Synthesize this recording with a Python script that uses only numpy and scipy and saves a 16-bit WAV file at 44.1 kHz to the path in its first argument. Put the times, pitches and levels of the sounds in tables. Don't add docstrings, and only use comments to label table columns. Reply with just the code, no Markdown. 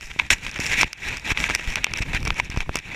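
import sys
import numpy as np
from scipy import signal
from scipy.fft import rfft, irfft, next_fast_len
from scipy.io import wavfile
from scipy.ndimage import uniform_filter1d, map_coordinates

SR = 44100
rng = np.random.default_rng(int(sys.argv[2]) if len(sys.argv) > 2 else 0)


def level_to_linear(level):
    exponent = np.asarray(level, float) / 20
    return 10 ** exponent


def master(y):
    cut = np.clip(np.atleast_2d(y).T, -1, 1)
    pcm = np.round(cut * 32767)
    wavfile.write(sys.argv[1], SR, pcm.astype(np.int16))


N = 130095

# (time [s], rumble level [dB])
GUSTS = [(0.0, -47), (0.34, -44), (0.38, -46.5), (0.8, -47), (0.93, -50.5), (1.07, -38), (1.23, -40),
         (1.4, -36), (1.62, -42), (1.8, -37), (1.93, -41), (2.0, -33.5), (2.29, -30.5), (2.45, -40),
         (2.56, -31.5), (2.66, -41), (2.84, -40.5), (2.95, -29.5)]


def unit(x):
    return x / np.sqrt(np.mean(x ** 2) + 1e-20)


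def wobble(rate):
    points = rng.standard_normal(int(N * rate / SR) + 4)
    return map_coordinates(points, [np.arange(N) * rate / SR])


def filtered(x, response):
    m = next_fast_len(N + SR // 2)
    return irfft(rfft(x, m) * response(np.fft.rfftfreq(m, 1 / SR)), m)[..., :N]


def rung(x, modes):
    def response(f):
        total = 0
        for k, (centre, width, db) in enumerate(modes):
            damping = 1j * f * width
            ring = damping / (centre * centre - f * f + damping)
            total = total + (-1) ** k * level_to_linear(db) * ring
        return total
    return filtered(x, response)


def case(body, shell, belly):
    # (centre [Hz], width [Hz], level [dB])
    body_modes = [(1596, 147, -8.5), (1936, 203, -3.5), (2283, 178, 0), (2602, 268, -1.5), (3274, 724, -9),
                  (3705, 660, -9.5)]
    shell_modes = [(5635, 590, -18), (6770, 990, -12), (7080, 1410, -15), (10260, 540, -25),
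                   (12000, 16000, -32.5)]
    belly_modes = [(315, 380, -16.5), (913, 214, -11.5), (1390, 260, -14.5)]
    return rung(body, body_modes) + rung(shell, shell_modes) + rung(belly, belly_modes)


def patchy():
    patch_db = 2.5
    z = signal.stft(rng.standard_normal(N), nperseg=256)[2]
    field = rng.standard_normal(z.shape)
    field = uniform_filter1d(uniform_filter1d(field, 5, 0), 5, 1)
    return unit(signal.istft(z * level_to_linear(patch_db * unit(field)), nperseg=256)[1][:N])


def rumble():
    # (frequency [Hz], level [dB])
    rumble_slope = [(20, 4.5), (60, -3), (120, -6.5), (250, -14.5), (600, -30.5), (1500, -43)]
    f, db = np.transpose(rumble_slope)

    def response(hz):
        return (hz > 15) * level_to_linear(np.interp(np.log(hz + 1), np.log(f), db))
    return unit(filtered(rng.standard_normal(N), response))


def wind():
    hiss_db = -47
    s, db = np.transpose(GUSTS)
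    lumps = unit(level_to_linear(5.7 * wobble(24.11)) * rumble())
    hiss = unit(case(patchy(), 1.4 * patchy(), patchy()))
    gust = level_to_linear(np.interp(np.arange(N) / SR, s, db))
    return gust * lumps + level_to_linear(hiss_db + 3.4 * wobble(28.5)) * hiss


def scrape():
    # (start [s], length [s], start level [dB], end level [dB],
    # brightness [dB])
    rub_strokes = [(0.006, 0.025, -39.5, -39, 9), (0.033, 0.15, -43, -47, 10),
                   (0.081, 0.03, -56, -32, -20), (0.186, 0.096, -26.5, -44, 0.5),
                   (0.3012, .033, -11.5, -15, 9), (0.345, 0.065, -42.5, -48, 4),
                   (0.412, 0.043, -41, -35, 6.5), (0.465, 0.036, -25, -35.5, 3),
                   (0.503, 0.07, -39.5, -29.5, -1.5), (0.585, 0.088, -33, -24, 8),
                   (0.669, 0.064, -31.5, -17.5, 4.5), (0.734, 0.039, -21, -29, 2.5),
                   (0.763, 0.059, -20.5, -18, 5.5), (0.822, 0.019, -25, -24, 0),
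                   (0.847, 0.034, -35.5, -35.5, -0.5), (0.965, 0.1263, -42.5, -26, 3.5),
                   (1.089, 0.093, -28.5, -32, 1), (1.237, 0.083, -31.5, -18, 3),
                   (1.34, 0.047, -36.5, -28, 0.5), (1.39, 0.057, -25.5, -26, 6),
                   (1.45, 0.03, -27.5, -28.5, 4), (1.495, 0.05, -24.5, -26, 2.5),
                   (1.554, 0.0055, -20, -23.5, 8), (1.564, 0.12, -35, -34.5, 4),
                   (1.672, 0.07, -27, -28, 4), (1.761, 0.027, -26, -30.5, -7),
                   (1.794, 0.22, -36.5, -36.5, -12), (1.945, 0.033, -33, -32.5, 0),
                   (1.981, 0.012, -25.5, -26.5, 7), (2.001, 0.027, -28, -25.5, 4),
                   (2.047, 0.074, -39, -31.5, -1.5), (2.129, 0.044, -25, -25, -0.5),
                   (2.181, 0.078, -42.5, -42, -2), (2.25, 0.025, -29.5, -36, -7),
                   (2.269, 0.008, -23, -29, -8), (2.28, 0.012, -28, -38.5, 2),
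                   (2.309, 0.043, -39, -47, -1), (2.345, 0.032, -39.5, -32, 1.5),
                   (2.378, 0.021, -27, -27, 5.5), (2.409, 0.081, -44.5, -47.5, -11),
                   (2.497, 0.031, -36, -31.5, -2), (2.538, 0.01, -29, -33.5, -2),
                   (2.559, 0.06, -36.5, -38, -4), (2.607, 0.024, -26, -37, 1.5),
                   (2.646, 0.115, -66, -30.5, 1), (2.761, 0.038, -30, -35, -1),
                   (2.809, 0.17, -50, -29.5, -2.9)]
    rise_s, swell_s, edge_s = .003, .014, .005
    grit_per_s, grit_spread_db, grit_life_s = 600, 4, .0007
    grit_share = .4
    flutter_db, crunch_db, packed_db = 2.5, 2, -17
    drag_db, deepen = -6.5, 0.24

    u = np.arange(SR // 5) / SR
    power = np.zeros((2, N + SR))
    for s, length, db0, db1, bright_db in rub_strokes:
        stroke = level_to_linear(db0 + (db1 - db0) * np.clip(u / length, 0, 1))
        stroke *= np.clip(u / (swell_s if db1 > db0 else rise_s), 0, 1)
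        stroke *= np.exp(-np.maximum(u - length, 0) / edge_s)
        power[:, round(s * SR):][:, :len(u)] += (stroke * level_to_linear(np.array([[0], [bright_db]]))) ** 2
    press, bright = np.sqrt(power[:, :N])

    chance, size = rng.random(N), rng.exponential(size=N)
    crumbs = (chance < grit_per_s / SR) * level_to_linear(grit_spread_db * np.minimum(size, 3))
    grit = np.abs(filtered(crumbs, lambda f: 1 / (1 + 2j * np.pi * f * grit_life_s)))
    grain = np.sqrt(grit_share * unit(grit) ** 2 + 1 - grit_share) * level_to_linear(flutter_db * wobble(70))
    packing = press / level_to_linear(packed_db)
    grain = unit(grain) ** np.clip(1 - packing, .1, 1)
    clicks = unit(crumbs * rng.standard_normal(N))
    crunch = level_to_linear(crunch_db) * grit_share * clicks * np.clip(1 - packing / 2, .1, 1)
    body = grain * patchy() + crunch
    shell = grain * patchy() + crunch
    belly = grain * patchy() + crunch
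    scale = np.std(case(body, shell, belly))

    shake = level_to_linear(drag_db) * uniform_filter1d(np.minimum(press, .05), 600) * rumble()
    shake_db = np.interp(np.arange(N) / SR, *np.transpose(GUSTS))
    deep = level_to_linear(deepen * (shake_db - shake_db.mean()))
    return case(body * press, shell * bright, belly * press * deep) / scale + shake


def snaps():
    # (time [s], peak level [dB], brightness [dB], depth [dB])
    case_snaps = [(0.01, -19.5, -10, -40), (0.1147, -14, -26, -38), (0.191, -3.5, -35, -32),
                  (0.1944, -5, -49, -47), (0.1975, 3, -25, -34), (0.304, 8.5, -19, -33),
                  (0.4492, -18.5, -11, -36), (0.4654, -8, -21, -31), (0.4938, -18, -12, -36),
                  (0.514, -24.5, -2, -24), (0.5608, -9, -20, -31), (0.579, -19, -12, -26),
                  (0.5887, -11, -18, -21), (0.6023, -10, -5, -43), (0.6649, -8.5, -7.5, -36),
                  (0.811, 1.5, -17, -49), (0.8148, -13.5, 3.5, -30), (0.8315, 5, -22, -13),
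                  (0.9309, -13, -5.5, -48), (1.171, -14, -8, -35), (1.197, -24.5, -6, -33),
                  (1.305, -4, -21, -19), (1.3189, -1.5, -22, -29), (1.374, -2, -43, -42),
                  (1.4025, -5.5, -13, -46), (1.4405, -1, -20, -25),
                  (1.492, -8.5, -28, -15), (1.499, -5, -18, -9.5), (1.509, -10, -17, -10),
                   (1.55, -2, -2, -47), (1.5949, -14.5, -26, -9), (1.7572, -1.5, -11, -52),
                   (1.771, -11, -22, -24), (1.782, -15, -25, -12), (1.8436, 2.5, -10, -64),
                   (1.8673, -13, -36, -11), (1.937, -6, -10.5, -18), (1.9739, -15.5, -5, -19),
                   (2.148, -5.5, -13, -25), (2.2293, -17.5, -9.5, -16), (2.252, -17, -4, -25),
                   (2.2728, -10, -20, -3.5), (2.2772, -13.5, -6, -13), (2.3045, -1, -49, -14),
                   (2.3434, -23, -8, -14), (2.401, -9, -10, -25), (2.5015, -16.5, -8.5, -30),
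                   (2.5736, -12.5, -11.5, -9.5), (2.6051, -5.5, -18, -48), (2.6932, -15, -25, -24),
                   (2.7566, -3, -5, -30), (2.7696, -14, -7, -10.5), (2.7889, -11.5, -12.5, -36)]
    # (time [s], peak level [dB])
    case_ticks = [(0.0576, -10.5), (0.2653, -10), (0.382, -12), (0.413, -17), (0.4337, -13), (0.4687, -2.5),
                  (0.543, -6), (0.639, -6), (1.057, -24), (1.2206, -19), (1.256, -7), (1.379, 2), (1.493, 3),
                  (1.5135, -4), (1.7025, -2), (1.911, -12), (2.0236, 2), (2.165, -6), (2.204, -9),
                  (2.2545, -8), (2.26, -6), (2.2758, 0), (2.447, -9), (2.4522, -11), (2.5613, -8),
                  (2.578, -8.5), (2.769, -5), (2.588, -8), (2.7347, -14), (2.7435, -9)]
    # (centre [Hz], width [Hz], level [dB])
    clack_modes = [(2504, 935, 2), (2668, 194, 4.5)]
    # (centre [Hz], width [Hz], level [dB])
    tink_modes = [(5320, 1200, -15.5)]
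    lead_s, lead_db = 0.0008, -19.5
    tail_s, tail_db = 0.0013, -24
    snap_gain_db, tick_gain_db, bright_gain_db, depth_gain_db = 20.5, 13, 17.5, 21
    contact_hz = 6360

    drive = np.zeros((3, N + SR))
    t = np.arange(-SR // 200, SR // 40) / SR
    crumble = rng.standard_normal((100, 3, len(t)))
    lead = np.array([[0], [1], [0]]) * level_to_linear(lead_db) * np.exp(np.minimum(t, 0) / lead_s)[None]
    tail = level_to_linear(tail_db) * np.exp(-np.maximum(t, 0) / tail_s)
    cracks = np.where(t == 0, 1, crumble * np.where(t < 0, lead, tail))
    for (s, db, bright_db, depth_db), crack in zip(case_snaps, cracks):
        colour_db = np.array([[0], [bright_db + bright_gain_db], [depth_db + depth_gain_db]])
        drive[:, round((s + t[0]) * SR):][:, :len(t)] += level_to_linear(db + snap_gain_db + colour_db) * crack
    for (s, db), crack in zip(case_ticks, cracks[::-1]):
        drive[1, round((s + t[0]) * SR):][:len(t)] += level_to_linear(db + tick_gain_db) * crack[1]
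    body, shell, belly = drive[:, :N]
    body, belly = filtered(np.array([body, belly]), lambda hz: 1 / (1 + 1j * hz / contact_hz) ** 2)
    return case(0.63 * body, shell, belly) + rung(body, clack_modes) + rung(shell, tink_modes)


def jolts():
    # (time [s], peak level [dB], push length [s])
    bumps = [(0.045, -29, 0.039), (0.162, -28.5, 0.0017), (0.314, -23.5, 0.018), (0.343, -30.5, 0.027),
             (0.594, -17.5, 0.0026), (0.844, -21, 0.0055), (1.067, -26.5, 0.013), (1.317, -19, 0.0096),
             (1.675, -18, 0.023), (2.005, -16.5, 0.0086), (2.028, -25.5, 0.009), (2.145, -16, 0.012),
             (2.252, -19.5, 0.0057), (2.281, -20, 0.0056), (2.304, -21, 0.011), (2.497, -23.5, 0.0074),
             (2.543, -25.5, 0.0071), (2.573, -14, 0.006), (2.6, -19, 0.041), (2.756, -16.5, 0.00095)]
    out, t = np.zeros(N + SR), np.arange(SR // 5) / SR
    for s, db, push in bumps:
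        u = t / push
        swing = np.sin(np.pi * u ** 0.43) * np.exp(-.9 * u)
        soft_start = 1 - np.exp(-(u / 0.17) ** 2)
        out[round(s * SR):][:len(t)] += level_to_linear(db) * 2.04 * swing * soft_start
    return out[:N]


def knocks():
    # (time [s], peak level [dB], hollow over wall [dB])
    blunt_blows = [(0.1982, -8, 1.5), (0.219, -17, -5), (0.236, -22, -8), (0.465, -16.5, -4),
                   (0.831, -8.5, -1), (1.348, -21, -9), (1.4615, -21, -2), (1.4885, -10, -7),
                   (1.595, -17.5, -2), (2.2979, -22, 3), (2.3992, 2.5, -5), (2.563, -18, 4.5),
                   (2.661, -32.5, 6), (2.7445, -21, 0)]
    gain_db, softness_hz = 26.5, 3340
    blows = np.zeros((2, N))
    for s, db, hollow_db in blunt_blows:
        blows[:, round(s * SR)] = level_to_linear(db + gain_db + np.array([0, hollow_db]))
    wall, hollow = filtered(blows, lambda hz: 1 / (1 + 1j * hz / softness_hz) ** 2)
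    return rung(wall, [(2160, 310, 0)]) + rung(hollow, [(994, 136, 0)])


def slips():
    # (time [s], strain level [dB], build-up [s], tock level [dB])
    releases = [
        (2.6936, -20, 0.027, -10),
    ]
    tock_s, settle_s = 0.00017, 0.091
    out = np.zeros(N)
    for s, db, build, tock_db in releases:
        t = np.arange(N) / SR - s
        pull = -np.exp(-np.abs(t) / build)
        overshoot = 0.55 * np.exp(-np.abs(t) / settle_s)
        strain = np.where(t < 0, pull, overshoot)
        tock = level_to_linear(tock_db) * np.exp(-(t / tock_s) ** 2)
        out += level_to_linear(db) * uniform_filter1d(strain, size=40) - tock
    return out


def scene():
    return (scrape() + snaps() + knocks() + slips() + jolts() + wind())[None]


def roll_off(x):
    return signal.sosfilt(signal.butter(12, 16540, fs=SR, output="sos"), x)


def record(dry):
    low_hz, foam_hz, top_hz = 23.8, 8500, 14700
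    clip = 1.0
    x = dry / (1 + np.abs(dry / clip) ** 6) ** (1 / 6)

    def response(hz):
        low_cut = 1j * hz / (low_hz + 1j * hz)
        muffled = low_cut / (1 + 1j * hz / foam_hz) ** 2
        return muffled / (1 + (hz / top_hz) ** 30)
    return roll_off(filtered(x, response))


dry = scene()
out = record(dry)
master(out)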